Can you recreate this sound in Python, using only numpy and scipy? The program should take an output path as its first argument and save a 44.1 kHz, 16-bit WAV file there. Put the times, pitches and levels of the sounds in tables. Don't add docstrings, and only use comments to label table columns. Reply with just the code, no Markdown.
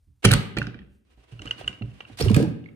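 import sys
import numpy as np
from scipy import signal
from scipy.fft import rfft, irfft
from scipy.io import wavfile
from scipy.ndimage import uniform_filter1d

SR = 44100
rng = np.random.default_rng(int(sys.argv[2]) if len(sys.argv) > 2 else 0)


def store_pcm(level_fs):
    pcm = np.round(np.clip(level_fs, -1, 1) * 32767).astype(np.int16)
    wavfile.write(sys.argv[1], SR, np.atleast_2d(pcm).T)


def voltage_ratio(decibels):
    exponent = np.asarray(decibels, float) / 20
    return 10 ** exponent


N = 121275
SIDES = np.array([[1], [-1]])


def colour(x, points):
    p, n = np.array(points), x.shape[-1]
    hz = np.maximum(np.fft.rfftfreq(n, 1 / SR), 1)
    gain_db = np.interp(np.log(hz), np.log(p[:, 0]), p[:, 1])
    return irfft(rfft(x) * voltage_ratio(gain_db), n)


def unit(x):
    return x / np.sqrt(np.mean(x ** 2))


def peak(x):
    return x / np.abs(x).max()


def fade(t, t60):
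    return np.exp(-np.log(1000) * t / t60)


def add(out, start_s, x):
    i = int(start_s * SR)
    out[i:i + len(x)] += x[:len(out) - i]


# pitch_hz, level_db (per Hz)
AIR_COLOUR = [(20, -27.5), (40, -8), (75, -9), (170, -32), (500, -47), (3000, -51.5), (14500, -53),
              (16000, -79.5)]


def air():
    sway = unit(uniform_filter1d(rng.standard_normal(N), 3000))
    mid, side = colour(rng.standard_normal((2, N)), AIR_COLOUR)
    return voltage_ratio(-65 + 2 * sway) * unit(mid + 0.18 * side * SIDES)


# pitch_hz, t60_s, level_db
ROOM_DECAY = [(69.4, 0.32, -24), (148, 0.67, -6), (400, 0.81, -9.5), (930, 0.51, -7), (2310, 0.59, -10),
              (4600, 0.3, -12), (10400, 0.35, -16)]


def room(x):
    t, tail = np.arange(SR) / SR, 0
    for hz, t60, db in ROOM_DECAY:
        band = signal.butter(2, [hz / 2.034, hz * 1.405], "band", fs=SR, output="sos")
        mid, side = signal.sosfilt(band, rng.standard_normal((2, SR)))
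        width = min(hz / 500, 1)
        strength = voltage_ratio(db) / np.sqrt(t60 * SR / 14)
        tail = tail + strength * fade(t, t60) * (mid + width * side * SIDES)
    tail = tail * (1 - np.exp(-t / 0.002))
    return signal.fftconvolve(x[None], tail, axes=1)[:, :N]


LEFT_DB = -4.5
PORT_GAIN = voltage_ratio(LEFT_DB / 2 * SIDES)


def ports(x, lead_ms, scatter):
    hz = np.fft.rfftfreq(N, 1 / SR)
    early = irfft(rfft(x) * np.exp(2j * np.pi * hz * lead_ms / 1000), N)
    taps = rng.standard_normal((2, 600)) * fade(np.arange(600) / SR, 0.019)
    taps = taps - taps.mean(1)[:, None]
    spread = signal.fftconvolve(x[None], taps, axes=1)[:, :N] * scatter / 6
    return (np.array([early, x]) + spread) * PORT_GAIN


def friction(pressure, points, grains_hz, trim_db):
    c, hold = np.array(pressure), int(SR / grains_hz)
    flutter = np.repeat(rng.standard_normal(N // hold + 1), hold)[:N]
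    flutter = uniform_filter1d(flutter, hold)
    press_db = np.interp(np.arange(N) / SR, c[:, 0], c[:, 1], left=-130, right=-130)
    hiss = unit(colour(rng.standard_normal((2, N)), points))
    return hiss * voltage_ratio(press_db + trim_db + 4.5 * flutter)


def ring(t, modes, scatter_db, luck):
    hz, db, t60 = np.array(modes).T[:, :, None]
    level_luck, pitch_luck = luck[:, :, None]
    gain = voltage_ratio(db + scatter_db * level_luck)
    return (gain * fade(t, t60) * np.sin(2 * np.pi * hz * (1 + 0.029 * pitch_luck) * t)).sum(0)


# pitch_hz, level_db (per Hz)
CRACK_COLOUR = [(400, -18), (800, -6), (2500, -2.5), (5000, -10), (9000, -14.5), (14000, -16),
                (16000, -50.5)]


def ticks(rows, ring_t60, burst_s, rise_s, partners):
    out, wet, t = np.zeros(N), np.zeros(N), np.arange(4096) / SR
    for start_s, db, hz, crack_db, top_hz in rows:
        scrape = 0.15 * rng.standard_normal(300) * np.exp(-t[:300] / burst_s)
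        contact = np.exp(-t[:300] / 4e-5) + scrape
        modes = [(hz, 0, ring_t60)] + [(hz * ratio, rel_db, ring_t60) for ratio, rel_db in partners]
        body = ring(t, modes, 4.1, 0.5 * rng.standard_normal((2, len(modes))))
        body = body * (1 - np.exp(-t / 0.0015)) ** 2
        body = peak(np.convolve(body, contact)[:4096])
        noise = colour(rng.standard_normal(4096), CRACK_COLOUR)
        dull = signal.lfilter(*signal.butter(4, 1.147 * top_hz, fs=SR), noise)
        crack = voltage_ratio(crack_db) * peak(dull * fade(t, 0.012) * (1 - np.exp(-t / rise_s)))
        gain = voltage_ratio(db) / np.abs(body + crack).max()
        add(out, start_s, gain * (body + crack))
        add(wet, start_s, gain * (0.37 * body + crack))
    return out, wet


def knocks(rows, modes, shell_db, sag, trim_db):
    out, t = np.zeros(N), np.arange(24000) / SR
    for start_s, db, hz, contact_ms, t60 in rows:
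        push = np.sin(np.pi * np.minimum(t[:900] * 1000 / contact_ms, 1)) ** 2
        turns = np.cumsum(hz * (1 - sag * (1 - np.exp(-t / 0.036)))) / SR
        panel = fade(t, t60) * np.sin(2 * np.pi * turns)
        luck = np.clip(rng.standard_normal((2, len(modes))), -1, 1)
        body = voltage_ratio(shell_db) * ring(t, modes, 3.3, luck) + panel
        body = body * (1 - np.exp(-t / (0.0021 * contact_ms)))
        add(out, start_s - 0.001, voltage_ratio(db + trim_db) * peak(signal.fftconvolve(body, -push)))
    return out


# start_s, level_db
RUB = [(1.05, -79), (1.3, -68), (1.4, -62), (1.46, -59.5), (1.5, -60), (1.57, -61.5), (1.6, -50.5),
       (1.7, -58), (1.79, -66.5), (2.06, -68.5), (2.085, -55.5), (2.135, -59.5), (2.16, -61.5)]
# pitch_hz, level_db (per Hz)
RUB_COLOUR = [(180, -26), (300, -7.5), (885, -18), (2200, -18.5), (2850, -15), (3500, -21.5),
              (11700, -40.5), (16000, -49)]


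def finger_rub():
    return friction(RUB, RUB_COLOUR, 60, 2.6)


# pitch_hz, level_db, t60_s
SHELL_MODES = [(60.3, -5.5, 0.18), (93, -18.5, 0.1), (118, -6.5, 0.2), (142.6, -14, .35), (194, 2, 0.046),
               (241, -3.5, 0.056), (282.4, -14.5, 0.22), (388, -11.5, 0.14), (448.6, -11.5, 0.1),
               (578.2, -12.5, 0.092), (738, -9, 0.061), (805, -13.5, 0.062), (944, -9.5, 0.03)]
# start_s, level_db, pitch_hz (panel), contact_ms, t60_s
KNOCKS = [(0.071, -48.5, 82.6, 3.8, 0.16), (0.2500, -5.5, 420, 0.72, 0.025),
          (0.254, -13.5, 191.6, 2.07, .1), (0.2565, -7.5, 118, 2.53, 0.091), (.284, -17.5, 100.7, 4.1, .12),
          (0.318, -10, 133, 1.4, 0.05), (0.337, -16, 233, 2.2, 0.06), (.358, -19, 131, 2.44, 0.027),
          (0.57, -16.5, 327, 0.64, 0.037), (0.58, -20.5, 173.4, 2.9, .06), (0.595, -20.5, 141, 1.3, 0.048),
          (0.673, -26, 191, 1.6, 0.06), (0.749, -35.5, 230, 1.7, 0.077), (0.794, -38, 216.4, 3.8, 0.066),
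          (1.819, -24.5, 116.2, 3, 0.13)]
# start_s, level_db, pitch_hz (panel), contact_ms, t60_s
HAND = [(1.176, -45, 59.6, 0.87, 0.076), (1.322, -33, 134.5, 3.15, 0.14), (1.40, -33.5, 100, 1.04, 0.11),
        (1.42, -35, 313, 0.4, 0.057), (1.455, -30.5, 285, 0.61, 0.034), (1.47, -37, 134, 1.5, 0.081),
        (1.562, -43.5, 245, 1, .05), (1.60, -41, 132, 1.4, 0.12), (1.638, -34, 106, 2, 0.039),
        (1.672, -40, 124.5, 1.9, 0.22), (1.695, -35, 201, 0.91, 0.065), (1.812, -26, 217.7, 0.91, 0.052),
        (2.099, -40, 269, 1.4, 0.067), (2.112, -40.5, 115.3, 2.3, 0.19)]


def shell_knocks():
    parts = knocks(KNOCKS, SHELL_MODES, -6, 0.03, -1.4)
    return parts + knocks(HAND, SHELL_MODES, -6.5, 0.238, -1.75)


# start_s, level_db
PEEL = [
    (2.172, -56.5),
    (2.182, -45.5),
    (2.208, -34.5),
    (2.232, -47),
    (2.258, -38),
    (2.275, -53.5),
    (2.302, -41),
    (2.33, -51),
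    (2.41, -45),
    (2.5, -74),
]
# pitch_hz, level_db (per Hz)
PEEL_COLOUR = [(500, -12.5), (900, -5.5), (4500, -2), (7000, -11), (14000, -17), (16000, -42)]


def seal_peel():
    return friction(PEEL, PEEL_COLOUR, 250, 0.63)


# start_s, level_db, pitch_hz (panel), t60_s
LID_KNOCKS = [(2.198, -29, 714, 0.074), (2.2, -27, 300, 0.053), (2.211, -15.5, 450, 0.03),
              (2.214, -19, 139, 0.044), (2.234, -12.5, 79, 0.05), (2.26, -18.5, 393, 0.045),
              (2.267, -10.5, 107.7, 0.18), (2.302, -25, 437, 0.056), (2.306, -7, 213, 0.065),
              (2.325, -13, 109.6, 0.23), (2.363, -16.5, 468, 0.028), (2.369, -1.5, 159, 0.039),
              (2.391, -13, 170, 0.049), (2.401, -15, 466, 0.031), (2.416, -14.5, 232, 0.067),
              (2.43, -16, 319, 0.1), (2.447, -30, 840, 0.07), (2.475, -16.5, 167, 0.08),
              (2.51, -27, 270, 0.12), (2.54, -30, 225.6, 0.094), (2.589, -41, 202.3, .06),
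              (2.71, -40, 150, .07)]


def lid_knocks():
    rows = [(start_s, db, hz, 280 / hz, t60) for start_s, db, hz, t60 in LID_KNOCKS]
    return knocks(rows, SHELL_MODES[2:], -10.5, 0.024, -2.3)


# start_s, level_db, pitch_hz, crack_db (under the ring), top_hz (of the crack)
LID = [
    (2.2095, -21, 4390, 0, 9000),
    (2.2225, -23, 5430, -33, 9000),
    (2.2825, -26, 2864, -5, 6000),
    (2.2960, -26, 970, -5.5, 6000),
    (2.3440, -18.5, 2460, 7.5, 15200),
    (2.3635, -18, 1643, 1, 12000),
    (2.6400, -51, 2837, 3, 3500),
    (2.6590, -41, 2170, -4.5, 3500),
    (2.6870, -47.5, 2180, -2, 2970),
]


def lid_ticks():
    return ticks(LID, 0.014, 0.00047, 0.0019, [(0.93, -13), (1.1, -16)])


# start_s, level_db, pitch_hz, crack_db (under the ring), top_hz (of the crack)
HANDLE = [(1.3178, -51, 3000, 13, 6000), (1.3926, -35, 2770, -10, 5000), (1.4182, -32.5, 2930, -1.5, 6900),
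          (1.4560, -33, 2440, 3.5, 7000), (1.4660, -33, 2810, -2, 6050), (1.4740, -29, 2960, -11, 6000),
          (1.4790, -37.5, 2950, -18, 6000), (1.4960, -48, 2640, -10, 4000), (1.5092, -18, 2870, -9, 5950),
          (1.5800, -45, 4530, 0, 7000), (1.6110, -34, 706, -3.5, 4000), (1.6431, -37.5, 2840, -16, 4000),
          (1.6772, -15, 2898, -9, 8200), (1.727, -36.5, 2783, -2.5, 4000), (1.8207, -34.5, 2646, -8, 3500),
          (2.0050, -30.5, 2723, 0.5, 2800), (2.0505, -40, 2775, -21, 2810), (2.0985, -44.5, 730, -6, 3000),
          (1.9150, -51.5, 2746, -8, 3500), (2.1300, -48, 3950, -3, 5000)]


def handle_ticks():
    return ticks(HANDLE, 0.015, 0.0017, 0.0018, [(0.511, -9), (0.99, -5.5), (0.9, -10), (1.56, -18.5)])


# start_s, level_db
STRAIN = [
    (.224, -60.5),
    (.247, -22.5),
]


def latch_strain():
    return friction(STRAIN, RUB_COLOUR, 400, 0)


# start_s, level_db, pitch_hz, crack_db (under the ring), top_hz (of the crack)
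LATCH = [(.2472, -10.5, 1610, 5.5, 9000), (.2505, -2.5, 1260, 4, 9700), (.2555, -9, 3150, 2, 9300),
         (.2880, -21.5, 3000, -12.5, 5000), (.3100, -13.5, 1446, -0.5, 6000), (.3150, -6, 1550, 23, 14300),
         (.3280, -11.5, 1457, 2, 14000), (.3355, -6.5, 1525, 5.5, 11990), (.5680, -24, 1350, 7, 5950),
         (.5725, -19.5, 1900, 7, 4020), (.5845, -20.5, 2460, -7.5, 12070), (.6165, -19.5, 1516, -16, 4000),
         (.6270, -32, 2930, 8, 5850), (.6420, -39, 1500, -15.5, 3000), (.6680, -30.5, 1640, 3.5, 4930),
         (.7430, -38, 1670, -2, 3990), (.7895, -41.5, 1900, 0, 3500), (.8170, -50.5, 1800, -11.5, 3000)]


def latch_clacks():
    return ticks(LATCH, 0.0092, 0.00017, 0.0013, [(0.85, -12), (1.1, -9.5), (1.75, -8)])


def scene():
    rub = finger_rub() + seal_peel() + latch_strain()
    shell, lifted = shell_knocks(), lid_knocks()
    lid, lid_wet = lid_ticks()
    handle, handle_wet = handle_ticks()
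    latch, latch_wet = latch_clacks()
    near = rub * PORT_GAIN + ports(shell, -0.05, 0.099) + ports(lifted, 0.3, 0.2)
    near = near + ports(lid, 0.29, 0.5) + ports(handle, 0.3, 0.5) + ports(latch, 0.13, 0.5)
    send = 1.3 * rub[1] + 0.99 * shell + 0.79 * lifted
    send = send + 2.35 * lid_wet + 1.07 * handle_wet + 1.28 * latch_wet
    return near + room(send) + air()


def low_pass(x):
    return signal.sosfilt(signal.butter(12, 16440, fs=SR, output="sos"), x)


# pitch_hz, lag_rad (of the left port)
CAVITY = [(7500, -1.8), (8600, -1.0), (10000, .6), (11400, 3.1), (13100, 5.5), (14800, 6.8)]


def record(dry):
    thinned = signal.sosfilt(signal.butter(3, 45, "high", fs=SR, output="sos"), dry)
    treble = [(7000, 0.0), (9200, 2.5), (11600, -2.5), (15200, -1), (16300, -11.5)]  # Hz, dB
    left, right = rfft(colour(thinned, treble))
    hz = np.fft.rfftfreq(N, 1 / SR)
    share = 0.8 * np.clip((hz - 6500) / 1500, 0, 1)
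    lag = np.interp(hz, *np.array(CAVITY).T)
    left = np.sqrt(1 - share) * left + np.sqrt(share) * right * np.exp(-1j * lag)
    x = irfft(np.array([left, right]), N)
    return low_pass(np.tanh(1.102 * x) / 0.98)


dry = scene()
out = record(dry)
store_pcm(out)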